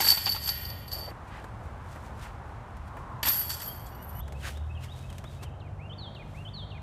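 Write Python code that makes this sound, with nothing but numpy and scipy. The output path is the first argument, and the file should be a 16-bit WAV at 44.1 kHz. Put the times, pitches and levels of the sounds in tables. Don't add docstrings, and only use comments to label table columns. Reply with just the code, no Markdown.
import sys
import numpy as np
from scipy import signal
from scipy.fft import rfft, irfft, next_fast_len
from scipy.io import wavfile
from scipy.ndimage import map_coordinates

SR = 44100
rng = np.random.default_rng(int(sys.argv[2]) if len(sys.argv) > 2 else 0)


def generate_wav(signal):
    frames = np.transpose(np.atleast_2d(signal))
    scaled = np.clip(frames, -1, 1) * 32767
    pcm = np.round(scaled).astype(np.int16)
    wavfile.write(sys.argv[1], SR, pcm)


N = 300762
TIME = np.arange(N) / SR
RING = np.arange(SR // 2) / SR
TOP_HZ = 15600

PLACE_ENDS = [1.107, 4.207]

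# rumble in dB, low roar in dB, tyre hiss in dB, all before slow drift.
PLACES = [(-42.5, -55, -54), (-42.5, -52, -49.5), (-43.5, -53.5, -56.5)]
# frequency in Hz, level in dB per Hz.
RUMBLE = [(12, -43.5), (20, -18.5), (29, -23), (41, -2.5), (70, 3), (119, -1), (156, -9), (225, -12.5),
          (275, -21.5), (400, -22.5), (520, -47.5), (880, -120)]
ROAR = [(150, -13), (260, 0), (400, -1), (620, 3.5), (800, 1), (1100, -12), (2000, -36), (6000, -71)]
TYRES = [(500, -20), (800, 5), (1000, 5), (1500, -1.5), (2100, -9.5), (3000, -17.5), (5000, -29),
         (9000, -38), (15000, -50)]
CAR = [(500, -24), (800, -2), (1050, 11), (1400, -4), (2200, -31), (5000, -49.5), (10000, -71.5)]
AIR = [(1500, -20), (3000, 0.5), (7300, -1), (10000, -7), (13000, -11), (15000, -24)]
CAR_S, CAR_WIDTH_S, CAR_DB = 3.105, 0.16, -48
AIR_DB = -75

# time in seconds, shaft speed in Hz before a slight wander.
ENGINE = [(4.2, 34.3), (4.46, 35.1), (4.86, 42.12), (6.03, 50.46), (6.82, 49.6)]
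ENGINE_ORDERS = [0, 0, -6]
# frequency in Hz, level in dB.
EXHAUST = [(66, -41.5), (71, -40), (76, -33), (83, -42), (100, -46.5), (110, -56.5), (125, -46),
           (150, -49.5), (168, -72), (197, -53)]

# frequency in Hz, t60 in seconds.
WOOD = [(200, .4), (3000, 0.94), (6000, 0.65), (14000, 0.22)]

# start within the motif in seconds, length in seconds,
# four pitches evenly spread over the note in Hz, level in dB before the gain of the repeat.
MOTIF = [(0, .056, 2606, 3350, 3730, 3870, -56), (.155, 0.0326, 2660, 2550, 2610, 2730, -55.5),
         (.21, .042, 3250, 3130, 2850, 2450, -54)]
# start in seconds, gain in dB.
MOTIF_STARTS = [(4.191, -3.5), (4.537, -5), (4.879, -3.5), (5.233, -5)]
# start within the phrase in seconds, length in seconds,
# four pitches evenly spread over the note in Hz, level in dB before the gain of the repeat.
PHRASE = [(0, .096, 1880, 2480, 2770, 2765, -56), (.108, .051, 3440, 3000, 3315, 3750, -49.5),
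          (.191, .12, 4595, 4080, 3440, 3160, -48), (.361, .037, 4860, 3350, 2755, 2815, -52.5),
          (.406, .043, 2422, 2470, 2323, 1770, -55)]
# start in seconds, gain in dB.
PHRASE_STARTS = [(5.238, -8), (5.785, 0), (6.339, 0)]
JOINS_S = 5.55
# start in seconds, pitch in the middle of the call in Hz, level in dB.
PEEPS = [(3.676, 3190, -53.5), (3.765, 3150, -68), (3.915, 2900, -66), (3.984, 2900, -64),
         (4.145, 2975, -62)]

# frequency in Hz, level in dB per Hz.
GRASS = [(300, -20), (900, -9.5), (1800, 11.5), (3200, 10.5), (5000, 6.5), (8000, 5.5), (13000, -1),
         (15500, -8.5)]
# frequency in Hz, level in dB per Hz.
THUD = [(80, 2), (300, 5.5), (1800, -1), (4000, -29.0)]
# peak in seconds, rise and fall time in seconds, level in dB.
SCUFFS = [(1.141, .025, -68.5), (1.285, .02, -62.5), (1.39, .09, -63.5), (1.66, 0.05, -64.5),
          (1.93, 0.066, -57), (2.06, .06, -59.5), (2.235, 0.041, -51.5), (2.49, 0.054, -69.5),
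          (2.88, 0.016, -63), (2.99, .04, -64.5), (4.475, 0.038, -42), (4.843, 0.019, -49),
          (4.99, 0.086, -56.5), (5.17, 0.065, -61), (5.33, 0.051, -58), (5.435, 0.009, -46.5),
          (6.37, 0.107, -62.5)]
# peak in seconds, width in seconds, level in dB, centre in Hz.
SWISHES = [(.99, .06, -45.5, 650), (1.085, .018, -42.5, 614), (1.36, 0.043, -49, 1620),
           (2.26, 0.026, -49.5, 1470), (2.96, 0.0384, -52, 600), (4.46, 0.019, -39.5, 1650),
           (4.487, 0.0077, -41.5, 1480), (4.84, 0.0197, -53, 1995), (5.433, 0.012, -47, 726)]
# start in seconds, initial crackle in dB, initial thud in dB.
STEPS = [(1.111, -64, -38), (1.4424, -51.5, -41.5), (1.959, -58, -39.5), (2.7689, -55, -59),
         (2.969, -65, -37.5), (4.2794, -50, -43.5), (4.3233, -48.5, -43.5), (4.5723, -49.5, -46.5),
         (5.1015, -48.5, -49), (5.1273, -48, -55), (5.1821, -43, -56), (5.24, -50.5, -39.5),
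         (5.4361, -44, -48), (6.151, -65, -50)]
STIR_DB, STILL_S = -72, 5.5

# start in seconds, force of the blow in dB, nominal body pitch in Hz.
KNOCKS = [(.003, -29, 793), (.021, -32.5, 900), (.047, -33.5, 715), (.068, -30.5, 786), (.12, -33.5, 800),
          (0.175, -37, 843), (.266, -31.5, 830), (.274, -33, 847), (0.347, -39, 830), (.362, -38, 1040),
          (.488, -39.5, 790), (3.2303, -30, 953), (3.252, -33.5, 1073), (3.267, -30.5, 880),
          (3.279, -31.5, 1063), (3.302, -36.5, 1100), (3.498, -52, 1090), (3.619, -46, 1120)]
# ratio to the body pitch, level in dB, t60 in seconds.
DISC = [(1, 2, 0.058), (1.25, -1.5, 0.029), (1.8, -5.5, 0.047), (2.35, -7, .03), (3.15, -7.5, 0.028),
        (3.75, -10, 0.033)]
# frequency in Hz, level in dB per Hz.
CRACK = [(100, -14), (220, -3.5), (420, -12), (800, -6.5), (3500, -4), (8000, -24.5)]

# frequency in Hz, relative level in dB.
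FIRST_CAGE = [(1443, -62.5), (1852, -58), (1895, -58.5), (2132, -68.5), (2406, -60), (2778, -62),
              (2869, -67), (3063, -56), (3187, -65), (3451, -61), (3655, -68.5), (3720, -68), (3973, -66.5),
              (4161, -67)]
SECOND_CAGE = [(1480, -61.5), (1658, -67.5), (1744, -68), (2412, -64), (2972, -64.5), (3214, -67),
               (3332, -58), (3531, -72), (3784, -69), (3881, -72)]
# frequency in Hz, relative level in dB.
CAGE_SHIMMER = [(5259, -67.5), (5490, -68.5), (6584, -73.5), (7343, -69.5), (8150, -74), (9115, -69.5),
                (9679, -70.5)]
# frequency in Hz, level in dB per Hz.
WIRES = [(1100, -20.5), (1500, -5.0), (1900, 7.5), (2300, -1.5), (3200, 3), (4200, -11), (6000, -12.0), (11000, -32)]

# centre in Hz, fractional spread between links, nominal level in dB, nominal t60 in seconds.
BENDING = [(4514, .003, 0, 0.19), (4592, .004, 1, .22), (4720, .007, -4.5, .15), (4900, 0.028, -11.5, 0.12)]
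HIGH = [(9200, .02, -15.5, 0.11), (11850, .015, 3.5, 0.18), (12800, .013, -0.5, 0.11),
        (14500, 0.022, -22, 0.09)]
# frequency in Hz, gain in dB.
CONTACT = [(500, -10.5), (900, 1), (1900, -0.5), (2300, -10.5), (3300, 2), (4100, -5), (5100, 4),
           (6500, -2), (8000, 2.5), (10500, -3.5), (13000, -7), (15500, -20)]
# peak in seconds, rise in seconds,
# bending ring in dB, high ring in dB, contact clatter in dB before its filter.
SWINGS = [(.01, 0.028, -26.5, -28, -30), (0.056, 0.022, -27.5, -26.5, -32.5), (.095, .018, -27, -31, -28.5),
          (.266, 0.0053, -27, -46, -46), (.315, 0.019, -37, -34.5, -42), (.485, 0.047, -37.5, -34.5, -40),
          (.58, .015, -52, -38.5, -54), (.655, 0.014, -45, -47.5, -55), (.885, .005, -48.5, -57, -59),
          (.93, .01, -37.5, -43, -44.5), (1.03, .03, -49, -51, -55.5), (3.24, .006, -49, -35.5, -36),
          (3.285, .02, -37, -22.5, -30), (3.335, .02, -46, -34.5, -39), (3.4, .03, -46.5, -32.5, -43.5),
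          (3.506, 0.01, -41.5, -41, -34.5), (3.622, .008, -49, -40, -44.5),
          (3.676, .025, -61, -40.5, -54.5), (3.865, 0.0072, -72, -69, -58.5), (4.19, 0.1, -79, -48, -63.5)]
# start in seconds, bending ring in dB, high ring in dB,
# clatter in dB, all before damping and the contact filter.
CLASHES = [(0.075, -23, -36.5, -25.5), (.085, -18.5, -39, -34), (0.1022, -15.5, -21.5, -26),
           (.111, -20, -29.5, -33.5), (.118, -25.5, -35, -40.5), (.2575, -23, -43.5, -38.5),
           (0.292, -32.5, -30.5, -42), (0.321, -25, -39.5, -39), (.476, -43, -32.5, -33),
           (0.4903, -24.5, -31, -34.5), (0.6513, -37, -48, -55), (0.7007, -38.5, -45.5, -56),
           (0.879, -44.5, -47, -53.5), (0.9158, -37, -47, -43.5), (0.928, -32.5, -40, -49.5),
           (0.9871, -47, -41, -62), (3.2297, -34, -32.5, -31.5), (3.255, -36, -26, -32),
           (3.285, -32, -22.5, -28.5), (3.4946, -36, -34.5, -40), (3.503, -35, -37, -37),
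           (3.6156, -47, -42.5, -46), (3.8612, -58, -52, -65), (3.949, -62, -50, -64),
           (4.0257, -68, -46.5, -59), (4.092, -70, -47, -70)]
DROP_DB_PER_S, SETTLE_DB_PER_S, SETTLE_DB = 330, 62, -9
CHAIN_RATE, BUSY_DB, RATE_GROWS = 560, -41.5, .4


def amp(db):
    return 10 ** (np.asarray(db) / 20)


def unit(x):
    return x / np.sqrt(np.mean(x ** 2) + 1e-20)


def along(points, hz):
    f, v = np.transpose(points)
    return np.interp(np.log(hz + 1), np.log(f + 1), v)


def curves(rows):
    s, *cols = np.transpose(rows)
    return [np.interp(TIME, s, c) for c in cols]


def wobble(rate):
    knots = rng.standard_normal(int(N * rate / SR) + 4)
    return map_coordinates(knots, [TIME * rate])


def swell(s, width):
    return np.exp(-.5 * ((TIME - s) / width) ** 2)


def filtered(x, response):
    size = next_fast_len(len(x) + SR // 4)
    return irfft(rfft(x, size) * response(np.fft.rfftfreq(size, 1 / SR)), size)[:len(x)]


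def coloured(x, spectrum):
    return unit(filtered(x, lambda hz: amp(along(spectrum, hz))))


def noise(spectrum, size=N):
    return coloured(rng.standard_normal(size), spectrum)


def decay(t60):
    return np.exp(-np.log(1000) * RING / max(t60, 1e-3))


def add(track, s, sound):
    part = track[max(round(s * SR), 0):]
    part[:len(sound)] += sound[:len(part)]


def trees(x, wet_db):
    hz, t, z = signal.stft(rng.standard_normal(SR), SR, nperseg=256)
    tail = signal.istft(z * amp(-60 * t / along(WOOD, hz)[:, None]), SR, nperseg=256)[1]
    return x + amp(wet_db) * signal.fftconvolve(x, tail / np.linalg.norm(tail))[:N]


def traffic():
    rumble_db, roar_db, tyre_db = np.array(PLACES)[np.searchsorted(PLACE_ENDS, TIME)].T
    roads = amp(rumble_db + .8 * wobble(8)) * noise(RUMBLE)
    roads += amp(roar_db + 1.5 * wobble(8.4)) * noise(ROAR)
    roads += amp(tyre_db + 0.41 * wobble(5)) * noise(TYRES)
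    car = amp(CAR_DB) * swell(CAR_S, CAR_WIDTH_S) * noise(CAR)
    return roads + car + amp(AIR_DB) * noise(AIR)


def engine():
    shaft_hz, = curves(ENGINE)
    turn = 2 * np.pi * np.cumsum(shaft_hz * (1 + 0.0055 * wobble(15))) / SR
    hum = np.zeros(N)
    for order, db in enumerate(ENGINE_ORDERS, 2):
        level_db = db + along(EXHAUST, order * shaft_hz) + 1.15 * wobble(11)
        hum += amp(level_db) * unit(np.sin(order * turn))
    return hum * np.clip((TIME - PLACE_ENDS[1]) / 0.0152, 0, 1)


def note(length, *pitches):
    u = np.linspace(0, 1, int(length * SR))
    knots = np.linspace(0, 1, len(pitches))
    hz = np.polyval(np.polyfit(knots, pitches, len(pitches) - 1), u)
    return unit(np.sin(2 * np.pi * np.cumsum(hz) / SR) * signal.windows.tukey(len(u), .3))


def song(notes, starts, from_s=0):
    track = np.zeros(N)
    for start, gain_db in starts:
        for s, *shape, db in notes:
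            if start + s > from_s:
                add(track, start + s, amp(db + gain_db) * note(*shape))
    return track


def far_bird():
    return song(MOTIF, MOTIF_STARTS) * amp(3.6 * wobble(90))


def near_birds():
    track = song(PHRASE, PHRASE_STARTS, JOINS_S)
    for s, hz, db in PEEPS:
        arch = hz * np.array([.96, 1, 1.01])
        add(track, s, amp(db) * note(.05, *arch) + amp(-71.5) * note(.05, *(2 * arch)))
    return track * amp(1.18 * wobble(70))


def player():
    stir = amp(STIR_DB) * (TIME > PLACE_ENDS[0]) * (TIME < STILL_S)
    power = stir ** 2
    for s, width, db in SCUFFS:
        power = power + (amp(db) * np.exp(-np.abs(TIME - s) / width)) ** 2
    stalks = rng.standard_normal(N) * (rng.random(N) < 7000 / SR)
    track = np.sqrt(power) * coloured(stalks, GRASS)
    for s, width, db, hz in SWISHES:
        hump = [(hz / 8, -14), (hz / 2, -8), (hz, 0), (hz * 2, -12), (hz * 7, -38), (hz * 20, -60)]
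        track += amp(db) * swell(s, width) * noise(hump)
    for s, db, thud_db in STEPS:
        add(track, s, amp(db) * noise(GRASS, size=len(RING)) * decay(0.041))
        add(track, s, amp(thud_db) * noise(THUD, size=len(RING)) * decay(0.07))
    return track


def disc():
    track = np.zeros(N)
    squash = 1 - np.exp(-RING / 0.00022)
    for s, db, hz in KNOCKS:
        body = np.zeros(len(RING))
        for ratio, level, t60 in DISC:
            strength = amp(level + rng.normal(0, 4.5))
            mode_hz = hz * ratio * rng.normal(1, 0.044)
            body += strength * decay(t60) * np.sin(2 * np.pi * mode_hz * RING)
        crack = noise(CRACK, size=len(RING)) * decay(0.075)
        add(track, s, amp(db) * squash * (.85 * body + 1.29 * crack))
    return track


def cage(blows, modes, t60, db, wires_db):
    keep = np.exp(-2 * np.log(1000) / (t60 * SR))
    stored = np.sqrt(signal.lfilter([1 - keep], [1, -keep], blows ** 2))
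    tones = np.zeros(N)
    for hz, level in modes + CAGE_SHIMMER:
        twin = .5 * np.sin(2 * np.pi * (hz + rng.normal(0, 10)) * TIME)
        tones += amp(level) * (np.sin(2 * np.pi * hz * TIME) + twin)
    return stored * (amp(db) * unit(tones) + amp(wires_db) * noise(WIRES))


def link(modes, grip=0.78, contact_s=0.00006):
    free = np.exp(grip * rng.normal())
    ring = np.zeros(len(RING))
    for hz, spread, db, t60 in modes:
        strength = amp(db + rng.normal(0, 4.3))
        mode_hz = hz * (1 + spread * rng.normal())
        ring += strength * decay(t60 * free) * np.sin(2 * np.pi * (mode_hz * RING + rng.random()))
    return ring * (1 - np.exp(-RING / contact_s)) ** 2


def contact(t60, count=16):
    hz = rng.uniform(1400, 15000, (count, 1))
    partials = np.sin(2 * np.pi * hz * RING).sum(0) / np.sqrt(count)
    crack = 1.3 * rng.standard_normal(len(RING)) * decay(0.0044)
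    return partials * decay(t60) + crack


def collisions(voices, level_db, rate, start, end, scatter_db):
    passed = np.cumsum(rate * (TIME >= start) * (TIME < end)) / SR
    count = int(passed[-1])
    moments = np.searchsorted(passed, np.arange(count) + rng.random(count))
    sizes = unit(amp(scatter_db * rng.standard_normal(len(moments)))) * rng.choice([-1, 1], len(moments))
    voices = [v / np.linalg.norm(v) for v in voices]
    track = np.zeros(N)
    for i, size in zip(moments, sizes):
        strength = size * amp(level_db[i]) * np.sqrt(SR / rate[i])
        add(track, i / SR, strength * voices[rng.integers(len(voices))])
    return track


def slap(voices, spread, count=6):
    burst = np.zeros(len(RING))
    for delay in np.r_[0, rng.exponential(spread, count - 1)]:
        add(burst, delay, voices[rng.integers(len(voices))])
    return burst / np.sqrt(np.mean(burst[:SR // 80] ** 2))


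def swinging(start, end):
    power = np.full((3, N), 1e-12)
    slow = min(amp(SETTLE_DB), 1)
    for s, rise, *levels in SWINGS:
        if start <= s < end:
            age = np.maximum(TIME - s, 0)
            fall = (1 - slow) * amp(-DROP_DB_PER_S * age) + slow * amp(-SETTLE_DB_PER_S * age)
            power += np.outer(amp(levels), np.where(TIME < s, swell(s, rise), fall)) ** 2
    return 10 * np.log10(power)


def chains(start, end, count=60):
    bend_db, high_db, clatter_db = swinging(start, end)
    rate = np.clip(CHAIN_RATE * amp(RATE_GROWS * (clatter_db - BUSY_DB)), 160, 1500)
    bends = [link(BENDING) for _ in range(count)]
    highs = [link(HIGH) for _ in range(count)]
    ticks = [contact(t60=0.043) for _ in range(count)]
    ring = collisions(bends, bend_db, rate, start, end, scatter_db=3.5)
    ring += collisions(highs, high_db, rate, start, end, scatter_db=5.5)
    clatter = collisions(ticks, clatter_db, 2 * rate, start, end, scatter_db=5)
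    for s, bend, high, crack in CLASHES:
        if start <= s < end:
            strand = amp(bend) * slap(bends, .002) + amp(high) * slap(highs, .003)
            add(ring, s, strand * decay(0.11))
            add(clatter, s, amp(crack) * slap(ticks, 0.0039) * decay(.15))
    return ring, filtered(clatter, lambda hz: amp(along(CONTACT, hz)))


def scene():
    birds = trees(far_bird(), wet_db=-5.0) + trees(near_birds(), wet_db=-9.5)
    background = traffic() + engine() + birds + player()

    ring, clatter = chains(0, PLACE_ENDS[0])
    in_tray = amp(np.interp(TIME, [.25, .4], [0, 8]))
    tones = cage(clatter * in_tray, FIRST_CAGE, t60=1.7, db=-13.0, wires_db=-16)
    first = trees(ring + clatter + tones, wet_db=-16.0)

    ring, clatter = chains(3.229, PLACE_ENDS[1])
    tones = cage(clatter, SECOND_CAGE, t60=0.49, db=-13.0, wires_db=-19)
    second = trees(ring + clatter + tones, wet_db=-23.5)

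    baskets = first * (TIME < PLACE_ENDS[0]) + second * (TIME < PLACE_ENDS[1])
    return background + trees(disc(), wet_db=-16.0) + baskets


def record(dry):
    return filtered(dry, lambda hz: hz < TOP_HZ)


dry = scene()
out = record(dry)
generate_wav(out)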